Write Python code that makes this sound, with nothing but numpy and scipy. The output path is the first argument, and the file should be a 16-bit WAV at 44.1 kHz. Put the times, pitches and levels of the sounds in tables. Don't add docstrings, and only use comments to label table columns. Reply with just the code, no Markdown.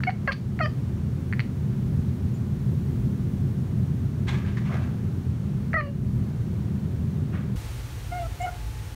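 import sys
import numpy as np
from scipy import signal
from scipy.fft import rfft, irfft, next_fast_len
from scipy.io import wavfile
from scipy.ndimage import uniform_filter1d

SR = 44100
rng = np.random.default_rng(int(sys.argv[2]) if len(sys.argv) > 2 else 0)


def to_wav(s):
    ch = np.atleast_2d(s).T
    pcm = np.round(np.clip(ch, -1, 1) * 32767)
    wavfile.write(sys.argv[1], SR, pcm.astype(np.int16))


N = 394694
TIME = np.arange(N) / SR
JUMP_S = 7.558

# t/s, level/dB
RUMBLE_LEVEL = [(0, -28.5), (2.2, -25.5), (4.6, -26.5), (6.6, -25.5), (7.5, -26)]
AIR_FAR_LEVEL = [(7.56, -31), (7.9, -33), (8.95, -34)]
# f/Hz, relative level/dB
RUMBLE_COLOUR = [(20, -35), (30, -45), (42, -29), (52, -6.5), (66, -18), (82, 2), (101, -4.5), (122, 1),
                 (145, -1), (180, -7.5), (240, -11), (305, -22.5), (370, -19), (700, -60)]
AIR_NEAR_COLOUR = [(100, 8), (450, 12.5), (750, 5), (1100, 2.5), (1600, -0.5), (2500, -6), (4000, -10),
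                   (6300, -13.5), (9000, -17.5), (12000, -24), (16000, -55)]
AIR_FAR_COLOUR = [(20, -39), (42, -12), (54, 1), (65, 0), (78, -2.5), (100, -2.5), (122, 0), (138, -14.5),
                  (170, -21), (250, -21.5), (370, -23.5), (600, -30.5), (2000, -33), (4000, -37),
                  (9000, -41), (16000, -47.5)]
# f/Hz, level/dB
HUM_NEAR = [(119, -41.5), (199, -38.5)]
HUM_FAR = [(54, -41), (150.7, -50.5), (861, -61)]
# t/s, relative level/dB, ring f/Hz, sharpness/dB
BLIP_AND_CLICKS = [(0.005, -26, 1520, -20), (0.0359, -16.5, 2030, -1), (0.038, -22.5, 1700, 4),
                   (0.094, -19.5, 1810, -10), (0.101, -31, 1930, 7), (0.106, -27, 1950, 3),
                   (0.2758, -19, 1900, -3), (0.3197, -18, 2190, -8), (0.591, -21, 1910, -4),
                   (0.659, -20.5, 1860, -9.5), (1.3266, -18, 1850, -8), (1.3345, -17, 1900, -15),
                   (1.3944, -15.5, 2020, -3.5), (1.4032, -20, 2030, 3), (1.409, -34, 1920, 6),
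                   (5.7322, -13.5, 1850, -29), (5.7398, -20, 1810, -7), (5.8104, -18, 2100, -17)]
# f/Hz, relative level/dB, t60/s (time to fade by 60 dB)
HEAD_TONES = [(1160, -37, 0.0065), (1630, -11, 0.0044), (2780, -24, 0.022), (3100, -38, 0.0025),
              (4470, -21, 0.011), (5600, -25, 0.0041)]
# t/s, pitch f/Hz, lowest tone's level/dB, mouth ring f/Hz, boost at that ring/dB,
# buzz of the overtones/dB, roughness/0-1
SHORT_CHIRP = [(0.068, 766, -48, 1760, 17, -25, 0.4), (0.073, 714, -32.5, 1940, 7, -18, 0),
               (0.079, 736, -24, 2210, 1.5, -22, 0.03), (0.087, 731, -24.5, 2110, -1, -28, 0.06),
               (0.095, 768, -23.5, 1920, -3, -43, 0.24), (0.101, 740, -40, 1530, -12.0, -24, 0.3)]
RASPY_CHIRP = [(0.2743, 720, -32, 1840, 6, -20, .7), (0.278, 668, -29, 1680, 10.5, -16, 0.66),
               (0.281, 572, -37.5, 1510, 19.3, -9, 0.38), (.291, 532, -37, 1433, 20, -3, 0.31),
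               (.299, 526, -40, 1340, 18.5, -14, .5), (.306, 529, -39, 1260, 9.6, -20, .8),
               (0.313, 618, -39, 1530, 14.4, -12, .8), (0.317, 640, -48, 1300, 8, -10, .9)]
BUZZY_CHIRP = [(.598, 703, -35, 1720, 5.5, -24, .3), (.603, 711, -33, 1730, 2.5, -26, 0.28),
               (.608, 693, -25.5, 1690, 7.5, -28, .3), (.614, 629, -30, 1490, 13.5, -14, 0.17),
               (.628, 629, -33, 1520, 7.5, -8, .06), (.638, 623, -33.5, 1500, 8, -9, .06),
               (.651, 588, -36.5, 1406, 9, -8, 0.074), (.661, 603, -36, 1450, 8.5, -7, .2),
               (.668, 637, -39, 1450, 4, -20, .45), (.677, 643, -40, 1200, -14, -13, .8)]
LONG_CHIRP = [(5.737, 644, -45, 1600, 11, -22, .4), (5.743, 650, -29.5, 1715, 15, -33, 0.27),
              (5.753, 632, -39, 1830, 18, -45, .05), (5.765, 675, -32.5, 1720, 19, -30, .15),
              (5.773, 627, -30.5, 1590, 16.5, -26, 0.37), (5.789, 616, -32.5, 1560, 15.5, -14, 0.13),
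              (5.806, 596, -38, 1470, 16, -12, 0.18), (5.822, 574, -41, 1380, 4, -17, 0.35),
              (5.86, 571, -40.5, 1300, -4, -17, 0.45), (5.9, 565, -43, 1320, -11, -25, .3),
              (5.945, 550, -55, 1320, -18.5, -36, .3)]
FIRST_MEW = [(8.111, 697, -54, 1600, -3, -30, .2), (8.124, 703, -32, 1740, -2, -30, .1),
             (8.165, 720.4, -31.5, 1800, -6, -37, 0.21), (8.185, 713, -35, 1850, 0, -26, 0.25),
             (8.2, 694, -30.5, 1860, -19, -23, 0.26), (8.222, 690, -32, 1970, -23, -23, 0.27),
             (8.235, 670, -39, 1600, -6, -27, 0.35), (8.246, 670, -38.5, 1400, -8, -28, 0.3),
             (8.268, 655, -46, 1310, 3, -25, .25)]
SECOND_MEW = [(8.399, 714, -44, 1860, -4, -30, .2), (8.408, 712, -30.5, 2030, -9, -33, 0.23),
              (8.42, 694, -30, 1930, -9, -21, 0.33), (8.433, 732, -30.5, 2240, -11, -25, 0.22),
              (8.447, 742, -27.5, 2220, -13, -23, .1), (8.468, 706, -33, 1590, -3, -30, 0.81),
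              (8.492, 719, -31, 1700, -1.5, -36, 0.39), (8.508, 709, -48, 1380, -16, -35, .2),
              (8.555, 720, -44.5, 1380, -26, -35, .1), (8.575, 708, -60, 1380, -24, -35, .1)]
# f/Hz, gain/dB
THROAT_NEAR = [(600, -46), (1900, 2), (2200, -8), (2470, 6), (2680, -5), (2830, 6), (3080, -7), (3250, -18),
               (3850, -26), (4330, 0), (4600, -9), (5200, -19), (5700, -24), (6500, -32), (9000, -40)]
THROAT_FAR = [(1500, -25), (2500, -10), (2750, -2), (2950, 5), (3200, -14), (3450, -2), (3600, -23),
              (9000, -35)]
# t/s, ratio to its resting tuning
THROAT_SHIFT = [(0.08, 1.05), (0.29, 1.04), (0.616, 1.0), (0.627, 1.02), (0.638, 1.1), (0.66, 1.11),
                (5.775, 1.01), (5.81, 0.97), (5.85, 1.01)]
# f/Hz, relative level/dB
BREATH_COLOUR = [(500, -2), (1200, 3), (1900, 3), (2400, -13), (3000, -14), (3700, -23), (4500, -20),
                 (5300, -19), (16000, -44)]
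# peak t/s, level/dB, rise/s, t60/s
RASP = [(0.322, -28.5, 0.0061, 0.04), (0.330, -31, 0.0058, 0.022)]
RUSTLE = [(4.286, -37.5, 0.024, 0.4), (4.338, -43.5, 0.02, 0.99), (4.485, -45.5, 0.061, 0.29),
          (4.571, -43, 0.005, 0.32), (4.672, -44.5, 0.039, 0.43), (4.755, -44, 0.061, 0.46),
          (4.84, -48, 0.061, 0.37)]
SCUFF = [(4.288, -33.5, 0.013, 0.15), (4.309, -39.5, 0.004, 0.14), (4.345, -43.5, 0.018, 0.26)]
BRUSH = [(4.745, -40, 0.08, 0.82)]
PUFF = [(7.352, -40.5, 0.04, 0.51)]
# f/Hz, relative level/dB
RASP_COLOUR = [(500, -6), (1200, -3), (2100, -1), (2800, -3), (3700, -4), (4600, 2), (5300, -12),
               (6200, -16), (7800, -37), (9000, -20), (10500, -35), (16000, -38)]
RUSTLE_COLOUR = [(300, -12), (700, 0), (950, 0), (1180, 6.5), (1400, -4), (1650, 7.5), (1820, -6),
                 (2020, 3.5), (2250, 1), (2800, -3), (4000, -10.5), (7000, -18.5), (10000, -30),
                 (16000, -48)]
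SCUFF_COLOUR = [(500, -28), (920, 9), (1350, -7), (1600, 4), (1800, -2), (2150, 7), (2850, -13), (3320, 2),
                (3950, -4), (4300, -9), (5100, -15), (6800, -14), (8300, -18), (10000, -35), (16000, -39)]
BRUSH_COLOUR = [(200, -29), (450, -3), (680, 1.5), (850, -10), (1100, -8), (1500, -4), (4000, -43)]
PUFF_COLOUR = [(400, 5), (900, -6), (1350, 4), (1750, 1.5), (2150, -2), (2600, -7), (3300, -12),
               (5000, -28), (16000, -40)]
# t/s, f/Hz, level/dB
PEEP = [(2.334, 6600, -74), (2.345, 7000, -61), (2.356, 7080, -63), (2.364, 7050, -67), (2.374, 7000, -62),
        (2.382, 7050, -74)]
# t/s, level/dB, f/Hz, t60/s
TAPS = [(4.281, -36, 3450, .03), (4.29, -35, 3390, .04), (4.335, -39.5, 1693, 0.41),
        (4.45, -38, 1700, 0.09), (4.571, -32, 1815, 0.083), (4.695, -37, 1160, 0.091),
        (4.724, -32, 1980, 0.09), (8.418, -34.5, 7160, 0.022), (8.4285, -32, 7000, .003)]
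# f/Hz, width/Hz, gain/dB
MIC_DIPS = [(4960, 200, -4.5), (7680, 620, -2.5), (10430, 280, -8.5)]


def amp(db):
    return 10 ** (np.asarray(db) / 20)


def unit(x):
    return x / np.sqrt(np.mean(x ** 2) + 1e-20)


def ramp(u):
    return np.sin(np.pi / 2 * np.clip(u, 0, 1)) ** 2


def fade(t, t60):
    return np.exp(-np.log(1000) * t / t60)


def colour(points, hz):
    f, db = np.transpose(points)
    return amp(np.interp(np.log(hz + 1), np.log(f + 1), db))


def noise(points, size=N):
    padded = next_fast_len(size)
    hz = np.fft.rfftfreq(padded, 1 / SR)
    spectrum = rfft(rng.standard_normal(padded)) * colour(points, hz)
    return unit(irfft(spectrum, padded)[:size])


def wander(t, rate):
    steps = rng.standard_normal(4096)
    return np.interp((t - t[0]) * rate, np.arange(len(steps)), steps)


def add(mix, start_s, sound):
    part = mix[max(round(start_s * SR), 0):][:len(sound)]
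    part += sound[:len(part)]


def bursts(rows, points):
    out = np.zeros(N)
    for peak_s, db, rise_s, t60 in rows:
        t = np.arange(-rise_s, t60, 1 / SR)
        envelope = ramp(1 + t / rise_s) * fade(np.maximum(t, 0), t60)
        add(out, peak_s - rise_s, amp(db) * envelope * noise(points, size=len(t)))
    return out


def room(x, low_t60, high_t60):
    size = 24000
    echoes = rng.standard_normal(size) * (rng.random(size) < .08) * (np.arange(size) > 170)
    hz, t, bands = signal.stft(echoes, SR, nperseg=256)
    t60 = np.interp(hz, [600, 6000], [low_t60, high_t60])[:, None]
    tail = signal.istft(bands * fade(t, t60), SR, nperseg=256)[1]
    return signal.oaconvolve(x, tail / np.linalg.norm(tail))[:N]


def rumble(swell_db=0.96):
    level_db = np.interp(TIME, *np.transpose(RUMBLE_LEVEL)) + swell_db * wander(TIME, rate=6)
    return amp(level_db) * noise(RUMBLE_COLOUR)


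def hum(tones, waver, drift):
    out = np.zeros(N)
    for hz, db in tones:
        strength = np.sqrt(2) * amp(db) * (1 + waver * wander(TIME, rate=7.7))
        out += strength * np.sin(2 * np.pi * hz * TIME + drift * wander(TIME, rate=7))
    return out


def blip_and_clicks(ring_t60=0.0051):
    out, t = np.zeros(N), np.arange(1024) / SR
    for start_s, db, ring_hz, sharp_db in BLIP_AND_CLICKS:
        ring = np.sin(2 * np.pi * ring_hz * t) * fade(t, ring_t60)
        for tone_hz, tone_db, t60 in HEAD_TONES:
            tone = np.sin(2 * np.pi * tone_hz * rng.uniform(0.91, 1.045) * t) * fade(t, t60)
            ring += amp(tone_db + sharp_db * (tone_hz > ring_hz)) * tone
        rise_s = 0.00044 * amp(-0.21 * sharp_db)
        onset = 1 - np.exp(-(t / rise_s) ** 2)
        add(out, start_s, amp(db + 9) * ring * onset)
    return out


def call(curve, throat, jitter, shimmer, breath_db, flutter=0, flutter_hz=80,
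         edge_s=0.0017, mouth_width_hz=500, lip_hz=2370):
    times, *controls = np.transpose(curve)
    t = np.arange(times[0], times[-1], 1 / SR)
    pitch, level_db, mouth_hz, boost_db, buzz_db, rough = (np.interp(t, times, c) for c in controls)
    envelope = amp(level_db) * ramp((t - t[0]) / edge_s) * ramp((t[-1] - t) / edge_s)
    shift = np.interp(t, *np.transpose(THROAT_SHIFT), right=1)
    wobble = jitter * wander(t, rate=446) + flutter * np.sin(2 * np.pi * (flutter_hz * t + rng.random()))
    phase = 2 * np.pi * np.cumsum(pitch * (1 + rough * wobble)) / SR
    voice, power = np.zeros((2, len(t)))
    for k in range(1, 14):
        hz = k * pitch
        detune = 2 * (hz - mouth_hz) / mouth_width_hz
        treble_cut = 1 + (hz / lip_hz) ** 28
        mouth_gain = amp(boost_db) / (1 + detune ** 2) / treble_cut
        gain = (k == 1) + mouth_gain + amp(buzz_db) * colour(throat, hz / shift)
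        flicker = 1 + rough * shimmer * wander(t, rate=258.5)
        lag = 2 * np.arctan(detune)
        voice += gain * flicker * np.cos(k * phase - lag)
        power += gain ** 2
    opening = (1 + np.cos(phase)) / 2
    breath = rough * np.sqrt(power) * noise(BREATH_COLOUR, size=len(t)) * opening
    out = np.zeros(N)
    add(out, t[0], np.sqrt(2) * envelope * (voice + amp(breath_db) * breath))
    return out


def chirps():
    voice = sum(call(curve, THROAT_NEAR, jitter=0.058, shimmer=0.91, breath_db=-12)
                for curve in (SHORT_CHIRP, RASPY_CHIRP, BUZZY_CHIRP, LONG_CHIRP))
    return voice + bursts(RASP, RASP_COLOUR)


def peep():
    times, hz, db = np.transpose(PEEP)
    phase = 2 * np.pi * np.cumsum(np.interp(TIME, times, hz)) / SR
    return np.sqrt(2) * np.interp(TIME, times, amp(db), left=0, right=0) * np.sin(phase)


def rustle(grain_db=2):
    grains = unit(amp(grain_db * wander(TIME, rate=300)))
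    strokes = bursts(RUSTLE, RUSTLE_COLOUR) + bursts(SCUFF, SCUFF_COLOUR) + bursts(BRUSH, BRUSH_COLOUR)
    return grains * strokes


def taps(spread=0.071):
    out, t = np.zeros(N), np.arange(4096) / SR
    for start_s, db, hz, t60 in TAPS:
        tones_hz = hz * (1 + spread * rng.uniform(-0.91, 1, size=(4, 1)))
        ring = np.sin(2 * np.pi * tones_hz * t).mean(0)
        add(out, start_s, amp(db) * ring * fade(t, t60))
    return out + amp(-4) * room(out, low_t60=0.28, high_t60=0.17)


def puff():
    return bursts(PUFF, PUFF_COLOUR)


def mews():
    return sum(call(curve, THROAT_FAR, jitter=0.035, shimmer=0.28, breath_db=-20, flutter=0.033)
               for curve in (FIRST_MEW, SECOND_MEW))


def by_the_door():
    cat = chirps() + blip_and_clicks()
    background = rumble() + hum(HUM_NEAR, waver=0.39, drift=1.0) + amp(-48) * noise(AIR_NEAR_COLOUR)
    echoes = amp(-8) * room(cat, low_t60=0.13, high_t60=0.26)
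    return background + cat + echoes + peep() + rustle() + puff()


def across_the_room():
    cat = mews()
    air = amp(np.interp(TIME, *np.transpose(AIR_FAR_LEVEL))) * noise(AIR_FAR_COLOUR)
    background = air + hum(HUM_FAR, waver=0.52, drift=0.28)
    return background + cat + amp(-15) * room(cat, low_t60=0.47, high_t60=0.17)


def scene():
    tapping = taps()
    moved = uniform_filter1d((TIME > JUMP_S) * 1., size=200)
    mix = (1 - moved) * by_the_door() + moved * across_the_room() + tapping
    return (signal.windows.tukey(N, .001) * mix)[None]


def record(dry, ceiling_db=-22.5, recovery_db_per_s=11, sense_hz=450, top_hz=15750):
    size = next_fast_len(N)
    hz = np.fft.rfftfreq(size, 1 / SR)
    dips_db = sum(db / (1 + (2 * (hz - f) / width) ** 2) for f, width, db in MIC_DIPS)
    coloured = irfft(rfft(dry[0], size) * amp(dips_db), size)[:N]
    sensed = signal.sosfilt(signal.butter(2, sense_hz, "high", fs=SR, output="sos"), coloured)
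    level_db = 10 * np.log10(abs(uniform_filter1d(sensed ** 2, size=180)) + 1e-12)
    over_db = np.maximum(level_db - ceiling_db, 0)
    recovery_db = TIME * recovery_db_per_s
    cut_db = uniform_filter1d(np.maximum.accumulate(over_db + recovery_db) - recovery_db, size=40)
    low_pass = signal.firwin(701, top_hz, window=("kaiser", 9), fs=SR)
    return signal.oaconvolve(coloured * amp(-cut_db), low_pass, "same")[None]


dry = scene()
out = record(dry)
to_wav(out)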